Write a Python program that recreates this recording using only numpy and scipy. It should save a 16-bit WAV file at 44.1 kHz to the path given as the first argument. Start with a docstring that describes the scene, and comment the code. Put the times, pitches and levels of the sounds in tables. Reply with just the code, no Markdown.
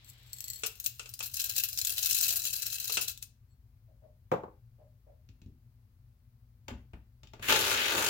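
"""In a small kitchen, close by, coffee beans slide from a glass bowl into the plastic hopper of a hand grinder.
The bowl is put down on the counter; a motor driver is picked up, seated on the shaft and crushes the beans.
Beans, knocks and cracks are short noise bursts that make modes (the tones of an object) ring and are then coloured.
Noise and sines make the room tone, with its hum and an early hiss; a few muffled yaps come from far away."""
import sys
import numpy as np
from scipy import signal
from scipy.fft import rfft, irfft, next_fast_len
from scipy.io import wavfile
from scipy.ndimage import uniform_filter1d

SR = 44100
rng = np.random.default_rng(int(sys.argv[2]) if len(sys.argv) > 2 else 0)


def master(y):
    """Save y as 16-bit WAV."""
    cut = np.clip(np.atleast_2d(y).T, -1, 1)
    pcm = np.round(cut * 32767)  # scale
    wavfile.write(sys.argv[1], SR, pcm.astype(np.int16))


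N = 357121
T = np.arange(N) / SR  # time of every sample, s
SIDES = np.array([[1], [-1]])  # left and right get opposite signs
TOP_HZ = 16000

# Levels in the tables are relative: small trims in the functions and the room still act on them.
# tones of the grinder's body: f/Hz, level/dB, time to fall by 60 dB/s
GRINDER_MODES = [(446, -3.5, 0.064), (880, -7.5, .06), (1416, 1, 0.017), (2597, -3.5, 0.03),
                 (2716, -7.5, 0.07), (3520, -5.5, .03)]


def undb(db):
    """Decibels to gain."""
    return 10 ** (np.asarray(db) / 20)


def unit(x):
    """Scale to rms 1."""
    return x / np.sqrt(np.mean(x ** 2) + 1e-20)


def curve(rows, axis=1):
    """One column of a table, joined by straight lines, at every sample."""
    rows = np.array(rows)
    return np.interp(T, rows[:, 0], rows[:, axis])


def during(rows, fade_s=.015):
    """1 while a table lasts, fading outside it."""
    outside_s = np.maximum(rows[0][0] - T, T - rows[-1][0])
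    return np.exp(-np.maximum(0, outside_s) / fade_s)


def fall(t, t60):
    """Exponential decay by 60 dB in t60 seconds."""
    return np.exp(-np.log(1000) * t / t60)


def swell(start, end, rise_s, fall_s):
    """Envelope that rises into start, holds until end and dies away; 60 dB take rise_s and fall_s."""
    return fall(np.maximum(start - T, 0), rise_s) * fall(np.maximum(T - end, 0), fall_s)


def walk(rate):
    """Smooth chance with a spread near 1, from a new random value rate times a second."""
    k = int(SR / rate)
    steps = np.repeat(rng.standard_normal(N // k + 2), k)
    return unit(uniform_filter1d(steps, k)[:N])


def scatter(size):
    """Noise scattered by nearby surfaces, only partly alike left and right."""
    mid, side = rng.standard_normal((2, size))
    return mid + 1.06 * side * SIDES


def convolve(x, response):
    """Pass each channel through an impulse response."""
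    return signal.oaconvolve(x, np.atleast_2d(response), axes=1)[:, :x.shape[1]]


def on_log_axis(points, hz):
    """Join (Hz, value) points on a log-frequency axis."""
    f, value = np.transpose(points)
    return np.interp(np.log(hz + 1), np.log(f), value)


def colour(x, spectrum, size=4096):
    """Filter to the given spectrum, falling steeply below its lowest point, with no sound ahead of its cause."""
    hz = np.arange(size // 2 + 1) * SR / size
    low_cut = np.minimum((hz + 2) / spectrum[0][0], 1) ** 2
    gain = undb(on_log_axis(spectrum, hz)) * low_cut
    # folding the cepstrum gives a minimum-phase filter: its energy comes as early as possible
    cepstrum = irfft(np.log(gain))
    cepstrum[1:size // 2] *= 2
    cepstrum[size // 2 + 1:] = 0
    return convolve(x, irfft(np.exp(rfft(cepstrum))))


def split(x, hz):
    """The parts below and above a frequency."""
    low_pass = signal.butter(2, min(hz, SR / 2 - 1), fs=SR, output="sos")
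    low = signal.sosfiltfilt(low_pass, x)
    return low, x - low


def ring(x, modes, ring_db):
    """The contact itself plus the modes it excites; ring_db sets how strong they are."""
    t = T[:SR // 4]
    tail = sum(undb(db) * np.cos(2 * np.pi * hz * t) * fall(t, t60) for hz, db, t60 in modes)
    return x + undb(ring_db) * convolve(x, tail / np.linalg.norm(tail))


def contact(crack_t60, chatter_t60, chatter_db, size=11000):
    """A sharp crack and weaker or longer chatter in one noise burst, different every time."""
    t = T[:size]
    return scatter(size) * (fall(t, crack_t60) + undb(chatter_db) * fall(t, chatter_t60))


def add(track, s, sound, db, size=128):
    """Put a sound into a track, its loudest few milliseconds at the given level."""
    i = int(s * SR)
    power = np.mean(sound ** 2, axis=0)
    peak = np.sqrt(uniform_filter1d(power, size, mode="constant").max())
    track[:, i:i + sound.shape[1]] += (sound * undb(db) / peak)[:, :N - i]


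def bean_click(t60, count=3, size=900):
    """A hard little shell: a crack and a few short modes, different for every bean."""
    t = T[:size]
    hz = rng.uniform(2500, TOP_HZ, (count, 1))
    phase = rng.uniform(0, 2 * np.pi, (2, count, 1))
    shell = np.sin(2 * np.pi * hz * t + phase).sum(1) * fall(t, t60)
    return contact(0.001, 0.084, -10, size=size) + 0.49 * shell


def grains(rows, rate, spread_db, t60):
    """Random bean contacts, rate a second, from just before a table to just after: many soft, a few hard."""
    start, end = max(rows[0][0] - .05, 0), min(rows[-1][0] + .05, T[-1])
    x = np.zeros((2, N))
    for when, force in rng.random((int(rate * (end - start)), 2)):
        i = int((start + when * (end - start)) * SR)
        click = bean_click(t60)[:, :N - i]
        x[:, i:i + click.shape[1]] += click * undb(spread_db * force ** 2)
    return x


def steady(x, size=2600):
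    """Even out the slow swells of a stream to about rms 1, keeping its grain."""
    power = uniform_filter1d(np.mean(x ** 2, axis=0), size)
    return x / np.sqrt(np.abs(power) + power.max() / 1000)


def patchy(x, patchy_db, rate, count=9):
    """A changing mix of beans varies in colour: the bands of a stream rise and fall separately."""
    out = 0
    for hz in np.geomspace(700, 13000, count):
        band, x = split(x, hz)
        out = out + band * undb(patchy_db * walk(rate))
    return out + x


def kitchen(x, balance, room_db, t60=.3):
    """Direct sound and a short room tail; long waves reach both microphones alike."""
    # level of what differs between the two microphones: f/Hz, level/dB
    width = [(120, -28.5), (380, -9), (700, -3), (1300, 0)]
    t = T[:SR // 2]
    dull, bright = split(scatter(len(t)) * (1 - fall(t, 0.011)), 6500)
    # the treble of the room dies away sooner
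    tail = dull * fall(t, t60) + bright * fall(t, 0.59 * t60)
    in_room = x + undb(room_db) * convolve(x, tail / np.linalg.norm(tail[0]))
    size = next_fast_len(N, real=True)
    hz = np.arange(size // 2 + 1) * SR / size
    left, right = rfft(in_room, size)
    differing = SIDES * (left - right) / 2 * undb(on_log_axis(width, hz))
    both = (left + right) / 2 + differing
    return irfft(both * undb(SIDES * on_log_axis(balance, hz) / 2), size)[:, :N]


def room_tone():
    """Noise makes low rumble and a wide hiss, sines make the appliance hum."""
    # colour of the rumble: f/Hz, level/dB
    rumble_spectrum = [(15, -46), (25, -18.5), (43, -9), (84, -6.5), (123, -2), (149, -20.5), (249, -24),
                       (293, -35.5), (3520, -51.5), (4370, -50), (8360, -56), (16000, -46)]
    # hum of the appliance: f/Hz, level/dB
    hum_lines = [(55, -67.5), (120, -68), (242, -85)]
    # a soft hiss that dies away as the pour starts: t/s, level/dB
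    hiss_levels = [(0, -64.5), (.55, -62.5), (.9, -73), (1.3, -82)]
    air = unit(colour(scatter(N), rumble_spectrum)) * undb(-58)
    hum = 0
    for hz, db in hum_lines:
        hum = hum + np.sqrt(2) * undb(db + 1.5 * walk(2.3)) * np.sin(2 * np.pi * hz * T)
    hiss_spectrum = [(300, -3.0), (1200, -6), (2200, 1), (3800, 5), (6000, -9.5), (14000, -26.5)]
    hiss = unit(colour(scatter(N), hiss_spectrum))
    return air + hum + hiss * undb(curve(hiss_levels)) * during(hiss_levels)


def yaps():
    """Short rough calls, perhaps a dog's, as noise bursts of which the walls pass mainly one narrow band."""
    # far muffled yaps: t/s, level/dB
    calls = [(3.87, -64.5), (4.015, -53), (4.78, -58.5), (5.06, -55)]
    wall_spectrum = [(400, -9.0), (580, 1.5), (780, -11.0), (1100, -25.0), (6000, -53.5)]
    x, t = np.zeros((2, N)), T[:SR // 3]
    for s, db in calls:
        burst = scatter(len(t)) * t * fall(t, .19)
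        muffled = ring(burst, [(615, 0, .09)], -17)
        add(x, s, colour(muffled, wall_spectrum), db)
    return x


def set_down():
    """The bowl lands on the counter, which rings, and settles in a few blows; softer ones are duller."""
    # blows of the bowl on the counter: t/s, level/dB
    blows = [(4.316, -25), (4.322, -24.5), (4.337, -26.5), (4.351, -35.5), (4.435, -38), (4.48, -50)]
    # colour of the counter: f/Hz, level/dB
    counter_spectrum = [(45, -33), (75, -9), (140, -1.5), (245, 1.5), (300, -6.5), (520, 3), (660, -4),
                        (830, -1), (1200, -8.5), (2000, -24.5), (2500, -26.5), (5000, -42.5), (7300, -41),
                        (9000, -54.5), (15000, -44)]
    # tones of the counter: f/Hz, level/dB, time to fall by 60 dB/s
    counter_modes = [(145.5, -3.5, 0.41), (312, -1, 0.42), (404, -5.5, 0.14), (501, 0, 0.26),
                     (810, -3, 0.2), (885, 2.5, 0.14), (1083, -9, 0.11)]
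    x = np.zeros((2, N))
    for s, db in blows:
        blow = colour(ring(contact(0.036, 0.22, -9.0), counter_modes, -24.5), counter_spectrum)
        low, high = split(blow, 1700)
        add(x, s, low + high * undb(0.59 * (db + 25.5)), db + 3.0)
    return x


def handling():
    """Each touch of the driver: a plastic tick, a knock of the housing and a thud through the counter."""
    # the driver is gripped and seated: t/s, knock level/dB, tick level/dB, thud level/dB
    touches = [(5.289, -66, -55.5, -50.5), (5.417, -63, -57.5, -49.5), (5.461, -75, -66, -42.5),
               (6.682, -31, -38, -46), (6.705, -35, -64, -49), (6.713, -52, -66, -38.5),
               (6.934, -41, -70, -40), (7.233, -49, -49, -54), (7.272, -64, -51.5, -55),
               (7.335, -37, -47.5, -50.5), (7.395, -39.5, -55, -43)]
    # colours of the knock, the tick and the thud: f/Hz, level/dB
    knock_spectrum = [(150, -31), (350, 10.5), (800, 5.5), (1600, -1), (2800, -3), (6000, -25.5)]
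    tick_spectrum = [(1000, -13), (2700, 3.5), (4500, -0.5), (7500, -5), (9000, -41), (15000, -11.5)]
    thud_spectrum = [(25, -13.5), (55, 5.5), (110, -1.5), (240, -6), (400, -24), (1200, -77)]
    x = np.zeros((2, N))
    for s, knock_db, tick_db, thud_db in touches:
        knock = ring(contact(0.059, 0.086, -5), GRINDER_MODES, -25)
        add(x, s, colour(knock, knock_spectrum), knock_db - 10.0)
        tick = ring(contact(.02, .08, -11), GRINDER_MODES, -22)
        add(x, s, colour(tick, tick_spectrum), tick_db - 4)
        thud = contact(0.041, 0.29, -1)
        add(x, s, colour(thud, thud_spectrum), thud_db + .5)
    return x


def rim_knocks():
    """Glass against plastic rings the body of the grinder; one soft bump goes through the counter."""
    # the bowl's rim knocks on the hopper: t/s, level/dB
    knocks = [(0.635, -24), (0.647, -31), (0.995, -31.5), (1.058, -39.5), (1.205, -28.5), (2.897, -29.5),
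              (2.971, -20)]
    # colour of these knocks: f/Hz, level/dB
    rim_spectrum = [(150, -19), (450, -8.5), (950, -13), (1300, -5), (1900, -14), (2700, 0.5), (3600, -8),
                    (7500, -6.5), (14000, -28)]
    x = np.zeros((2, N))
    for s, db in knocks:
        knock = ring(contact(0.035, 0.17, -6), GRINDER_MODES, -17)
        add(x, s, colour(knock, rim_spectrum), db - 5.0)
    bump_spectrum = [(50, -12.0), (85, 7), (150, -15.0), (600, -56.5)]
    add(x, 1.322, colour(contact(0.098, .2, -8), bump_spectrum), -44)
    return x


def bowl():
    """Beans shift in the tilting bowl and tap the glass, making it ring."""
    # beans shifting in the bowl: t/s, level/dB
    shifting = [(0, -91), (.09, -48), (.15, -71), (.31, -60), (.35, -53.5), (.51, -45.5), (.62, -52)]
    # beans tapping the glass: t/s, level/dB
    taps = [(0.0456, -45), (0.0985, -56), (0.3311, -26.5), (0.385, -34.5), (0.4054, -26), (0.441, -27.5),
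            (0.4816, -27.5), (0.501, -23), (0.5333, -30), (0.559, -32.5)]
    # tones of the glass: f/Hz, level/dB, time to fall by 60 dB/s
    glass_modes = [(2000, -14, 0.044), (4340, -6, 0.052), (7606, -12, 0.083), (7720, -6.5, 0.058),
                   (11880, -15.5, 0.035)]
    # colour of the glass: f/Hz, level/dB
    glass_spectrum = [(400, -64), (2000, -16.5), (4300, -8.5), (7700, -4), (8800, -15.5), (12000, -1.5),
                      (16000, -3.5)]
    rustle = ring(grains(shifting, 160, 10.5, 0.005), glass_modes, -5.5)
    x = steady(colour(rustle, glass_spectrum))
    x = x * undb(curve(shifting) - 2.0) * during(shifting)
    for s, db in taps:
        tap = ring(contact(0.0055, 0.027, 2.3), glass_modes, 0)
        add(x, s, colour(tap, glass_spectrum), db - 8.0)
    # the empty bowl sings faintly as it is lifted away
    singing = sum(undb(db) * np.sin(2 * np.pi * hz * T) for hz, db, _ in glass_modes[1:4])
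    return x + undb(-74) * singing * swell(3.515, 3.53, .1, 0.081)


def load():
    """Gain of the crunch: light stirring, a surge as the burrs catch, then even work."""
    start_s, stir_db = 7.427, -41
    catch_s, catch_rise_s = 7.498, .018
    surge_db, surge_fall_s, grind_db = 5, 0.052, -31
    stirring = undb(stir_db) * swell(start_s, catch_s, 0.019, .1)
    surge = surge_db * np.exp(-np.maximum(T - catch_s, 0) / surge_fall_s)
    caught = np.exp(-np.maximum(catch_s - T, 0) / catch_rise_s)
    return np.hypot(stirring, caught * undb(grind_db + surge))


def grinding():
    """Burrs crush the beans in quick bites; the gear train whines in sines that follow the motor's speed."""
    # the motor comes up to speed and holds it: t/s, share of full speed, whine level/dB
    motor = [(7.41, .5, -60), (7.44, .8, -20), (7.5, .98, -3), (7.62, 1, 0), (8.1, 1, 0)]
    # beans cracking in the burrs: t/s, level/dB
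    cracks = [(7.4269, -39), (7.487, -19), (7.4972, -17), (7.5047, -17.5), (7.5117, -22.5), (7.5239, -14.5),
              (7.5596, -18.5), (7.7144, -19.5), (7.98, -21)]
    # colour of the burrs: f/Hz, level/dB
    burr_spectrum = [(35, -22), (60, -2.5), (189, -9), (437, 3.5), (732, -4.5), (882, -1), (1060, -3.5),
                     (1470, 1), (1950, -1), (2650, 0), (3900, -4), (5330, -10.5), (6900, -8.5),
                     (8320, -17.5), (11500, -13.5), (16000, -14.5)]
    # whine of the gears at full speed: f/Hz, level/dB
    gear_lines = [(405, -56), (442, -53), (526, -46), (1497, -46), (1690, -42), (2203, -57), (2601, -40.5),
                  (2754, -60)]
    speed = curve(motor) * (1 + 0.0035 * walk(30))
    running_s = np.cumsum(speed) / SR  # time as the motor counts it
    fractures = ring(grains(motor, 800, 13, 0.014), GRINDER_MODES, -33.0)
    crunch = steady(patchy(colour(fractures, burr_spectrum), patchy_db=3.0, rate=16), size=1500)
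    # 50 bites a second at full speed, plus chance
    bites = undb(0.66 * np.sin(2 * np.pi * 50 * running_s) + 0.61 * walk(70))
    body, rest = split(crunch, 1200)
    middle, fines = split(rest, 4400)
    # once a turn the crunch swings between dull and bright; a turn lasts 0.41 s, dullest at 7.61 s
    turn = np.cos(2 * np.pi * (T - 7.61) / 0.41)
    # coarse pieces break bite by bite, while the fine grounds hiss evenly
    coarse = body * undb(-2.5 + 4 * turn) + middle * undb(-1.5 * turn)
    x = (bites * coarse + fines * undb(2)) * load()
    for s, db in cracks:
        crack = ring(contact(0.021, 0.064, 2.0), GRINDER_MODES, -15.5)
        add(x, s, colour(crack, burr_spectrum), db - 5.0)
    whine = 0
    for hz, db in gear_lines:
        whine = whine + undb(db + 1.8 * walk(25)) * np.sin(2 * np.pi * hz * running_s)
    return x + whine * undb(curve(motor, axis=2) - 7) * during(motor)


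def pour():
    """Beans trickle and tumble into the hopper; each clump lands hard, and bigger clumps rattle longer and louder."""
    # even trickle of beans over the rim, following the tilt of the bowl: t/s, level/dB
    flow = [(0.6, -52.5), (1.2, -59.5), (1.45, -41.5), (1.86, -49), (2.03, -34), (2.24, -28.5),
            (2.47, -39.5), (2.97, -42), (3.1, -52), (3.24, -94)]
    # clumps of beans that tumble in: t/s, level of the hardest landing/dB, length/s
    clumps = [(0.6627, -24.5, 0.0017), (0.667, -27.5, 0.003), (0.8, -31.5, 0.0028), (0.842, -33.5, .02),
              (0.8617, -19.5, 0.0052), (1.092, -39.5, .008), (1.1383, -33.5, 0.00075), (1.192, -35, .004),
              (1.228, -33, 0.041), (1.342, -31, 0.023), (1.371, -32, 0.026), (1.399, -25.5, 0.019),
              (1.441, -26, 0.015), (1.4963, -27.5, .014), (1.564, -26.5, 0.042), (1.581, -25, 0.0056),
              (1.6367, -22, 0.0078), (1.688, -31.5, 0.0077), (1.73, -34.5, 0.013), (1.775, -29, 0.011),
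              (1.788, -25.5, 0.0045), (1.8145, -25.5, 0.0019), (1.849, -25.5, .008), (1.8713, -24, 0.0081),
              (1.895, -29, 0.029), (1.981, -25.5, 0.0081), (2.03, -27, .01), (2.059, -21.5, 0.0046),
              (2.1098, -22.5, .012), (2.146, -27.5, 0.019), (2.238, -25.5, 0.0067), (2.2907, -26, 0.021),
              (2.358, -27.5, 0.0239), (2.453, -26, .022), (2.531, -30.5, 0.034), (2.621, -30, 0.013),
              (2.666, -28.5, 0.0053), (2.728, -32.5, 0.03), (2.8, -33, 0.0089), (2.843, -31.5, 0.01),
              (2.879, -32, 0.025), (2.922, -29, 0.037), (3.012, -29, 0.026), (3.0814, -29.5, 0.023),
              (3.1756, -43.5, 0.0021), (3.226, -34, 0.0033)]
    # colour of the hopper: f/Hz, level/dB
    hopper_spectrum = [(250, -26), (450, -22), (662, -25), (971, -27), (1580, -14.5), (2200, -13.5),
                       (2620, -4.5), (3280, -6), (4120, -4), (7200, 0.5), (8700, -6), (14900, 2),
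                       (16000, -4.5)]
    # tones of the hopper: f/Hz, level/dB, time to fall by 60 dB/s
    hopper_modes = [(673, -7, 0.08), (1410, -9, 0.03), (1610, -11.5, 0.06), (2607, -9, 0.034),
                    (3987, -7, 0.037), (4146, -7, 0.035)]
    rattle_db = 9.5  # rattle against the clump's level in the table, for a clump 1 s long
    rattle_rise_s, rattle_fall_s = .03, .085  # times to gather and die away by 60 dB
    rattle = colour(ring(grains(flow, 400, 13, 0.025), hopper_modes, -7.5), hopper_spectrum)
    stream = steady(patchy(rattle, patchy_db=3.0, rate=34), size=1500)
    power = (undb(curve(flow)) * during(flow)) ** 2
    for s, db, length in clumps:
        envelope = swell(s, s + length, rattle_rise_s, rattle_fall_s)
        power = power + length * (undb(db + rattle_db) * envelope) ** 2
    x = stream * np.sqrt(power)
    for s, db, _ in clumps:
        click = contact(.016, .07, -16)
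        shell = bean_click(0.033)
        click[:, :shell.shape[1]] += 2 * shell
        add(x, s, colour(ring(click, hopper_modes, -16.5), hopper_spectrum), db - .5)
    # the first beans strike the bare burr and sound bright; the growing heap cushions the later ones
    covered_s, bare_body_db = 0.71, -5.5
    bare = np.exp(-(np.maximum(T - clumps[0][0], 0) / covered_s) ** 2)
    low, high = split(x, 11000)
    return low * undb(bare_body_db * bare) + high


def scene():
    """All sources in the kitchen, in three groups with their own balance and room level."""
    # how much louder the left is, for the beans, the driver and the rest: f/Hz, left minus right/dB
    pour_balance = [(700, 0.5), (1300, 5.5), (2400, 2.5), (4400, 7), (8100, 7), (15000, 6.5)]
    grind_balance = [(100, 2.9), (500, 0.7), (1300, 2.8), (2400, 3.9), (4400, 2.8), (8100, 9.7),
                     (15000, 3.1)]
    counter_balance = [(100, 4), (380, 2.5), (1000, 3), (4400, 3.5)]
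    beans = kitchen(bowl() + pour() + rim_knocks(), pour_balance, -10)
    driver = kitchen(handling() + grinding(), grind_balance, -5.0)
    further = kitchen(set_down() + yaps() + room_tone(), counter_balance, -13.5)
    return beans + driver + further


def record(dry):
    """The recorder cuts the top with a steep low-pass filter."""
    return signal.sosfilt(signal.ellip(10, .2, 80, TOP_HZ, fs=SR, output="sos"), dry)


dry = scene()
out = record(dry)
master(out)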